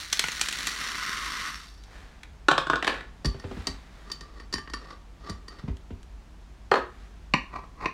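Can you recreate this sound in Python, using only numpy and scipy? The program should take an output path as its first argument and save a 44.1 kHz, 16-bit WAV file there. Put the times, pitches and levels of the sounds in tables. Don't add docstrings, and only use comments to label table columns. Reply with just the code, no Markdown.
import sys
import numpy as np
from scipy import signal
from scipy.fft import rfft, irfft
from scipy.io import wavfile

SR = 44100
rng = np.random.default_rng(int(sys.argv[2]) if len(sys.argv) > 2 else 0)


def wrap_up_sound(samples):
    columns = np.atleast_2d(samples).T
    tamed = np.clip(columns, -1, 1)
    steps = np.round(tamed * 32767).astype(np.int16)
    wavfile.write(sys.argv[1], SR, steps)


N = 349713
T = np.arange(N) / SR

# frequency in Hz, spectral level in dB.
POT_IMPACT_TONE = [(76, -38.5), (130, -18), (400, -10), (638, -14), (1520, 3.5), (4150, -1), (4980, -6),
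                   (6090, -0.5), (11800, -15.5), (16000, -41)]
# frequency in Hz, level in dB, T60 in seconds.
POT_MODES = [(1443, -1, 0.22), (2027, -3, 0.23), (3330, 13, 0.033), (4750, -13, 0.33), (5250, -4, 0.073),
             (8200, -15, 0.051), (11500, -18, .08)]
CLAMP_MODES = [(1126, -3.5, 0.16), (1170, -4.5, 0.18), (1844, 2.5, 0.11), (3064, -14.5, 0.17),
               (4580, 3.5, 0.053), (4565, -5, 0.15), (4650, 0.5, 0.055), (5540, 5, 0.032),
               (7180, -11.5, 0.042), (8860, -13.5, 0.084), (9720, -19.5, .07), (15100, -21, 0.055)]


def from_db(db):
    return 10 ** (np.asarray(db) / 20)


def rms(x):
    return np.sqrt(np.mean(x ** 2) + 1e-20)


def at_hz(points, hz):
    f, value = np.transpose(points)
    return np.interp(np.log(hz + 1e-9), np.log(f), value)


def band(x, low, high):
    return signal.sosfilt(signal.butter(3, [low, min(high, .48 * SR)], "band", fs=SR, output="sos"), x)


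def colour(x, tone, size=4096):
    cepstrum = irfft(np.log(from_db(at_hz(tone, np.fft.rfftfreq(size, 1 / SR)))))
    cepstrum[1:size // 2] *= 2
    cepstrum[size // 2 + 1:] = 0
    return signal.oaconvolve(x, irfft(np.exp(rfft(cepstrum))))[:len(x)]


def decay(t, t60):
    return np.exp(-np.log(1000) * t / t60)


def wander(per_s):
    knots = np.arange(0, T[-1] + 1, 1 / per_s)
    return np.interp(T, knots, rng.standard_normal(len(knots)))


def grains(per_s, spread_db=2.5):
    chance = per_s / SR
    at = np.flatnonzero(rng.random(N) < chance)
    sizes = from_db(spread_db * np.minimum(rng.exponential(1, len(at)), 3))
    clicks = np.zeros(N)
    clicks[at] = sizes * rng.choice([-1, 1], len(at))
    return clicks / np.sqrt(chance)


def ringing(modes, t, spread_db, detune):
    hz, db, t60 = np.transpose(modes)[:, :, None]
    strength = from_db(db + spread_db * rng.standard_normal(hz.shape))
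    hz = hz * (1 + detune * rng.standard_normal(hz.shape))
    polarity = rng.choice([-1, 1], hz.shape)
    return np.sum(strength * polarity * np.sin(2 * np.pi * hz * t) * decay(t, t60), axis=0)


def impacts(rows, tone, modes, bass_db, crack_t60, ring_db, rise_s,
            edges_hz=(130, 700, 3000, 15000), attack_s=0.011):
    t = np.arange(SR // 4) / SR
    attack = int(attack_s * SR)
    swell = 1 - np.exp(-t / rise_s)
    out = np.zeros(N + len(t))
    for start_s, level_db, bright_db in rows:
        crack = colour(rng.standard_normal(len(t)) * swell * decay(t, crack_t60), tone)
        ring = swell * ringing(modes, t, spread_db=3, detune=.01)
        blow = crack / rms(crack[:attack]) + from_db(ring_db) * ring / rms(ring[:attack])
        at = int(start_s * SR)
        levels_db = level_db + bass_db, level_db, level_db + bright_db
        for low, high, db in zip(edges_hz, edges_hz[1:], levels_db):
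            part = band(blow, low, high)
            out[at:at + len(t)] += from_db(db) * part / rms(part[:attack])
    return out[:N]


def stroke_envelope(rows, fade_t60):
    return sum(from_db(db) * decay(np.abs(T - peak_s), np.where(T < peak_s, swell_s, fade_t60))
               for peak_s, db, swell_s in rows)


def friction(rows, tone, modes, ring_db, fade_t60):
    slips = grains(2000) * from_db(4 * wander(110))
    rasp = colour(slips, tone)
    body = ringing(modes, np.arange(SR // 3) / SR, spread_db=1, detune=0)
    ring = signal.oaconvolve(rasp, body)[:N]
    return stroke_envelope(rows, fade_t60) * (rasp / rms(rasp) + from_db(ring_db) * ring / rms(ring))


def corn_flow_db(stream_s=0.12, fullest_s=0.73, run_out_s=1.47):
    tilt = np.clip((T - stream_s) / (fullest_s - stream_s), 0, 1)
    trickle_db = -6 - 60 * T
    stream_db = -4 * (1 - tilt)
    return np.where(T < stream_s, trickle_db, stream_db) - 102 * np.maximum(T - run_out_s, 0)


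def collisions(per_s, t60, shapes):
    t = np.arange(SR // 20) / SR
    clicks = rng.standard_normal((shapes, len(t))) * decay(t, t60)
    hits = sum(signal.oaconvolve(grains(per_s / shapes), click)[:N] for click in clicks)
    return hits / rms(hits)


def pouring_corn(heap_from_s=.55, heap_grows_s=.55, bare_per_s=1100, heap_per_s=3000):
    # frequency in Hz, level in dB.
    empty_tone = [(200, -8.5), (520, -17), (870, -13.5), (1500, -2), (2000, -0.5), (2300, -6.5),
                  (4200, -1.5), (4950, -9.5), (5500, -1.5), (8000, -13), (12000, -19.5), (14000, -28),
                  (15100, -21)]
    full_tone = [(200, -13), (520, -22.5), (860, -24), (1070, -2.5), (1500, -7), (2080, -6.5), (2300, -12),
                 (3580, -4.5), (4950, -9.5), (5550, -1.5), (6640, -11), (10500, -21), (12200, -23),
                 (15500, -32)]
    flow_db = corn_flow_db()
    filled = np.clip((T - heap_from_s) / heap_grows_s, 0, 1)
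    jostling = collisions(bare_per_s + (heap_per_s - bare_per_s) * filled, t60=0.014, shapes=5)
    bouncing = collisions(130, t60=.007, shapes=8)
    hits = jostling + from_db(-3) * bouncing
    empty, full = colour(hits, empty_tone), colour(hits, full_tone)
    rattle_db = -37 + flow_db + 2 * filled
    patter_db = -37 + 0.75 * flow_db - 3 * filled
    out = 0
    for low, high, db in ((150, 2600, rattle_db), (2600, 16000, patter_db)):
        early, late = band(empty, low, high), band(full, low, high)
        out += from_db(db) * ((1 - filled) * early / rms(early) + filled * late / rms(late))
    t = np.arange(SR // 4) / SR
    wall_modes = np.sin(2 * np.pi * 4690 * t) + from_db(-2) * np.sin(2 * np.pi * 5430 * t)
    wall = signal.oaconvolve(hits, wall_modes * decay(t, 0.087))[:N]
    return out + from_db(-50 + .5 * flow_db) * wall / rms(wall)


def air_and_hum(waver=.17, early_db=-3.5, steady_s=2.34, rise_s=1.0):
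    # frequency in Hz, level in dB.
    air_tone = [(15, -29.5), (25, -17.5), (55, -8), (120, -27.5), (200, -25.5), (575, -38.5), (659, -35),
                (818, -36), (6560, -52), (16000, -70)]
    partials = [(49.9, -50), (150, -66.5)]
    air = colour(rng.standard_normal(N), air_tone)
    air = from_db(-53) * air / rms(band(air, 70, 16000))
    hum = sum(from_db(db) * np.sqrt(2) * np.sin(2 * np.pi * hz * T) for hz, db in partials)
    rise = from_db(early_db * np.clip((steady_s - T) / rise_s, 0, 1))
    return (air + hum * (1 + waver * wander(5.7))) * rise


def single_kernels():
    # start in seconds, level in dB, brightness in dB.
    hits = [(0.1275, -28, 6), (0.193, -25, 4), (0.2394, -25.5, -10), (0.2833, -31, -6), (0.3177, -40, 5),
            (0.412, -27, 4), (0.4853, -34.5, 4), (0.5257, -42.5, 9.5), (0.5856, -47, 7),
            (0.6699, -29.5, 1.5), (1.836, -62.5, 7), (2.232, -44, -7)]
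    return impacts(hits, POT_IMPACT_TONE, POT_MODES,
                   bass_db=-13.5, crack_t60=0.026, ring_db=-11.5, rise_s=0.00052)


def brushing_hands():
    # peak time in seconds, level in dB, seconds to swell by 60 dB.
    strokes = [(1.96, -50.5, .6), (3.61, -48, 1.5), (3.98, -57, 0.39), (7.0, -58.5, 1)]
    # frequency in Hz, spectral level in dB.
    tone = [(240, -11), (500, -11), (1900, -11), (2700, -18.5), (3600, -18), (8500, -31), (15000, -45)]
    rustle = colour(grains(4500), tone)
    return stroke_envelope(strokes, fade_t60=1.3) * rustle / rms(rustle)


def falling_scoop():
    # start in seconds, level in dB, brightness in dB.
    landing_hits = [(2.484, -11.5, -11.5), (2.5125, -16, -10), (2.579, -18.5, -7.5), (2.668, -28.5, -11.5),
                    (2.698, -17.5, -15.5), (2.7325, -19, -24), (2.756, -27.5, -8)]
    tipping_hits = [(2.825, -27, -9), (2.845, -29.5, -4), (2.869, -27.5, -6), (2.876, -20, -9),
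                    (3.007, -40, -11)]
    # peak time in seconds, level in dB, seconds to swell by 60 dB.
    skid = [(2.895, -27.5, 0.02)]
    # frequency in Hz, spectral level in dB.
    landing_tone = [(76, -30), (130, -14), (228, -22.5), (356, -7), (410, -13.5), (829, -9.5), (1460, 1.5),
                    (2090, -21.5), (3460, -21), (4980, -30.5), (8070, -38.5), (16000, -70)]
    tipping_tone = [(130, -8.5), (350, 0), (700, -2), (1200, -4.5), (1800, -0.5), (2500, -13),
                    (3600, -10.5), (4700, -20), (5500, -24.5), (9000, -33), (16000, -54)]
    # frequency in Hz, level in dB, T60 in seconds.
    modes = [(371, -7, 0.072), (1086, 11.5, 0.16), (1483, 9, 0.084), (1518, 13, 0.084), (3400, -8, .14),
             (3560, -4, 0.097), (3758, -15, .14), (7830, -14, 0.066)]
    landing = impacts(landing_hits, landing_tone, modes,
                      bass_db=-7.5, crack_t60=0.029, ring_db=-8, rise_s=.0008)
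    tipping = impacts(tipping_hits, tipping_tone, modes,
                      bass_db=-8.5, crack_t60=.03, ring_db=-21, rise_s=0.00053)
    return landing + tipping + friction(skid, tipping_tone, modes, ring_db=-13, fade_t60=0.34)


def table_thumps():
    # start in seconds, level in dB, brightness in dB.
    jolts = [(3.245, -28, -5.5), (3.258, -27.5, -11), (3.342, -39.5, -3.5), (3.44, -34, -5),
             (3.511, -45, 8.5), (3.567, -37.5, -5), (3.669, -38.5, 2.5), (4.533, -39, -5),
             (5.295, -34.5, -9), (5.635, -34, -17), (5.678, -32, -8), (5.905, -37.5, -5.5)]
    # frequency in Hz, spectral level in dB.
    tone = [(50, 6), (130, -2), (390, -12), (800, -22.5), (1800, -29.5), (4000, -36.5)]
    # frequency in Hz, level in dB, T60 in seconds.
    modes = [(87.5, 0.5, 0.097), (145, -12, 0.085), (202.5, 2.5, 0.056), (251, -18, 0.18),
             (387.6, -8, 0.19)]
    return impacts(jolts, tone, modes, bass_db=-6.5, crack_t60=0.094, ring_db=-7.5, rise_s=0.0011,
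                   edges_hz=(40, 80, 240, 4000), attack_s=0.023)


def lid_clamp():
    # start in seconds, level in dB, brightness in dB.
    hits = [(3.2465, -34, -3), (3.255, -35.5, 6.5), (3.397, -47, -2.5), (3.6695, -35, 8.5),
            (4.099, -44, -5.5), (4.1155, -45.5, 14.5), (4.208, -45.5, 0), (4.398, -45.5, -8),
            (4.526, -40, 4.5), (4.537, -30, 3), (4.556, -37.5, -8), (4.581, -37, -7), (4.674, -43, -20),
            (4.698, -45, -5), (4.735, -32.5, -4), (5.296, -43.5, 4), (5.481, -44, 0)]
    # frequency in Hz, spectral level in dB.
    tone = [(76, -44), (130, -0.5), (402, -2), (735, -20), (1080, 0), (1610, -10), (1860, -4), (2360, -17),
            (4150, -12), (4680, -2.5), (5080, -9.5), (14800, -43), (16000, -55)]
    return impacts(hits, tone, CLAMP_MODES, bass_db=-5.5, crack_t60=0.022, ring_db=-3.5, rise_s=0.0023)


def turning_screw():
    # peak time in seconds, level in dB, seconds to swell by 60 dB.
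    turns = [(4.085, -51, 0.23), (4.26, -59, 0.43), (4.41, -52, 0.64), (4.81, -52, .5), (4.905, -46, 0.29),
             (5.288, -40, 0.23), (5.52, -51.5, 0.1), (5.59, -49.5, 0.37)]
    # frequency in Hz, spectral level in dB.
    tone = [(200, -5.5), (400, 1.5), (800, -9), (1130, 1.5), (1500, -8.5), (1900, -8), (2350, -19.5),
            (5000, -14.5), (6400, -24.5), (10000, -36), (14000, -50)]
    # start in seconds, level in dB, brightness in dB.
    ticks = [(5.769, -58.5, 0), (6.030, -61, 2)]
    rasp = friction(turns, tone, CLAMP_MODES, ring_db=-3.5, fade_t60=0.27)
    return rasp + impacts(ticks, POT_IMPACT_TONE, POT_MODES,
                          bass_db=-6, crack_t60=0.015, ring_db=-26.5, rise_s=0.00024)


def rocking_key(knock_s=6.714, first_gap_s=.024, gap_ratio=.72):
    # frequency in Hz, spectral level in dB.
    tone = [(76, -42), (130, -24), (315, -16), (356, -6), (735, -13.5), (1190, -10), (1750, -13),
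            (2320, -30), (4410, -43), (16000, -75)]
    # frequency in Hz, level in dB, T60 in seconds.
    modes = [(369.5, 3.5, 0.18), (696, -14, .18), (822, -5, 0.14), (952, 4, .17), (1275, 7, 0.14),
             (1840, -6, 0.17), (4350, -20.5, .11)]
    contact = np.arange(6)
    times = knock_s + np.cumsum(np.r_[0, first_gap_s * gap_ratio ** contact[:-1]])
    level_db, bright_db = -15.5 - 4 * contact, -13 + 0.5 * contact
    return impacts(zip(times, level_db, bright_db), tone, modes,
                   bass_db=-2.5, crack_t60=0.032, ring_db=-7.5, rise_s=0.00057)


def key_in_socket():
    # start in seconds, level in dB, brightness in dB.
    hits = [(7.337, -16.5, -11.5), (7.857, -23.5, -14.5)]
    # peak time in seconds, level in dB, seconds to swell by 60 dB.
    slides = [(7.46, -52, .2), (7.538, -39.5, .08), (7.563, -36.5, 0.09), (7.583, -41, 0.039),
              (7.635, -40, 0.029), (7.825, -36, 0.13), (7.858, -31, 0.16)]
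    # frequency in Hz, spectral level in dB.
    hit_tone = [(59, -20), (100, -7.5), (373, -3), (736, -15.5), (991, 0), (1520, -13.5), (2520, -1.5),
                (3320, -26), (4290, -13.5), (4980, -21), (6020, -22), (6420, -27.5), (11200, -45),
                (16000, -73)]
    slide_tone = [(200, -4.5), (730, -5.5), (1080, 5.5), (1400, -10), (2000, -14), (2550, -17),
                  (3250, -32.5), (4200, -23), (12000, -52)]
    # frequency in Hz, level in dB, T60 in seconds.
    modes = [(998, -2, 0.15), (1086, -2.5, 0.17), (1782, -5, 0.18), (1880, 7.5, 0.11), (2380, -10, 0.094),
             (2545, -3.5, 0.13), (2700, -4, 0.092), (4390, -16, 0.16), (5870, -4.5, 0.17), (11000, -22, .1)]
    clinks = impacts(hits, hit_tone, modes, bass_db=-5.5, crack_t60=0.026, ring_db=-12.5, rise_s=0.0006)
    return clinks + friction(slides, slide_tone, modes, ring_db=-7, fade_t60=0.096)


def room(x, delay_s=0.0042, build_s=0.0025):
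    # frequency in Hz, T60 in seconds.
    reverb_times = [(100, 0.27), (260, 0.35), (700, 0.23), (1840, 0.37), (4850, 0.23), (12000, 0.23)]
    t = np.arange(SR // 2) / SR
    edges = np.geomspace(50, 18000, 9)
    tail = 0
    for low, high in zip(edges, edges[1:]):
        t60 = at_hz(reverb_times, np.sqrt(low * high))
        tail += band(rng.standard_normal(len(t)), low, high) * decay(t, t60)
    tail *= np.clip((t - delay_s) / build_s, 0, 1)
    return signal.fftconvolve(x, tail / np.sqrt(np.sum(tail ** 2)))[:N]


def scene():
    corn = pouring_corn() + single_kernels()
    scoop = falling_scoop()
    lid = lid_clamp() + turning_screw()
    key = rocking_key()
    near = corn + lid + key_in_socket() + table_thumps() + brushing_hands()
    to_room = from_db(-10) * near + from_db(-6.5) * scoop + from_db(-5.5) * key
    return (near + scoop + key + room(to_room) + air_and_hum())[None]


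def record(dry):
    return signal.sosfilt(signal.ellip(10, .2, 80, 15900, fs=SR, output="sos"), dry)


dry = scene()
out = record(dry)
wrap_up_sound(out)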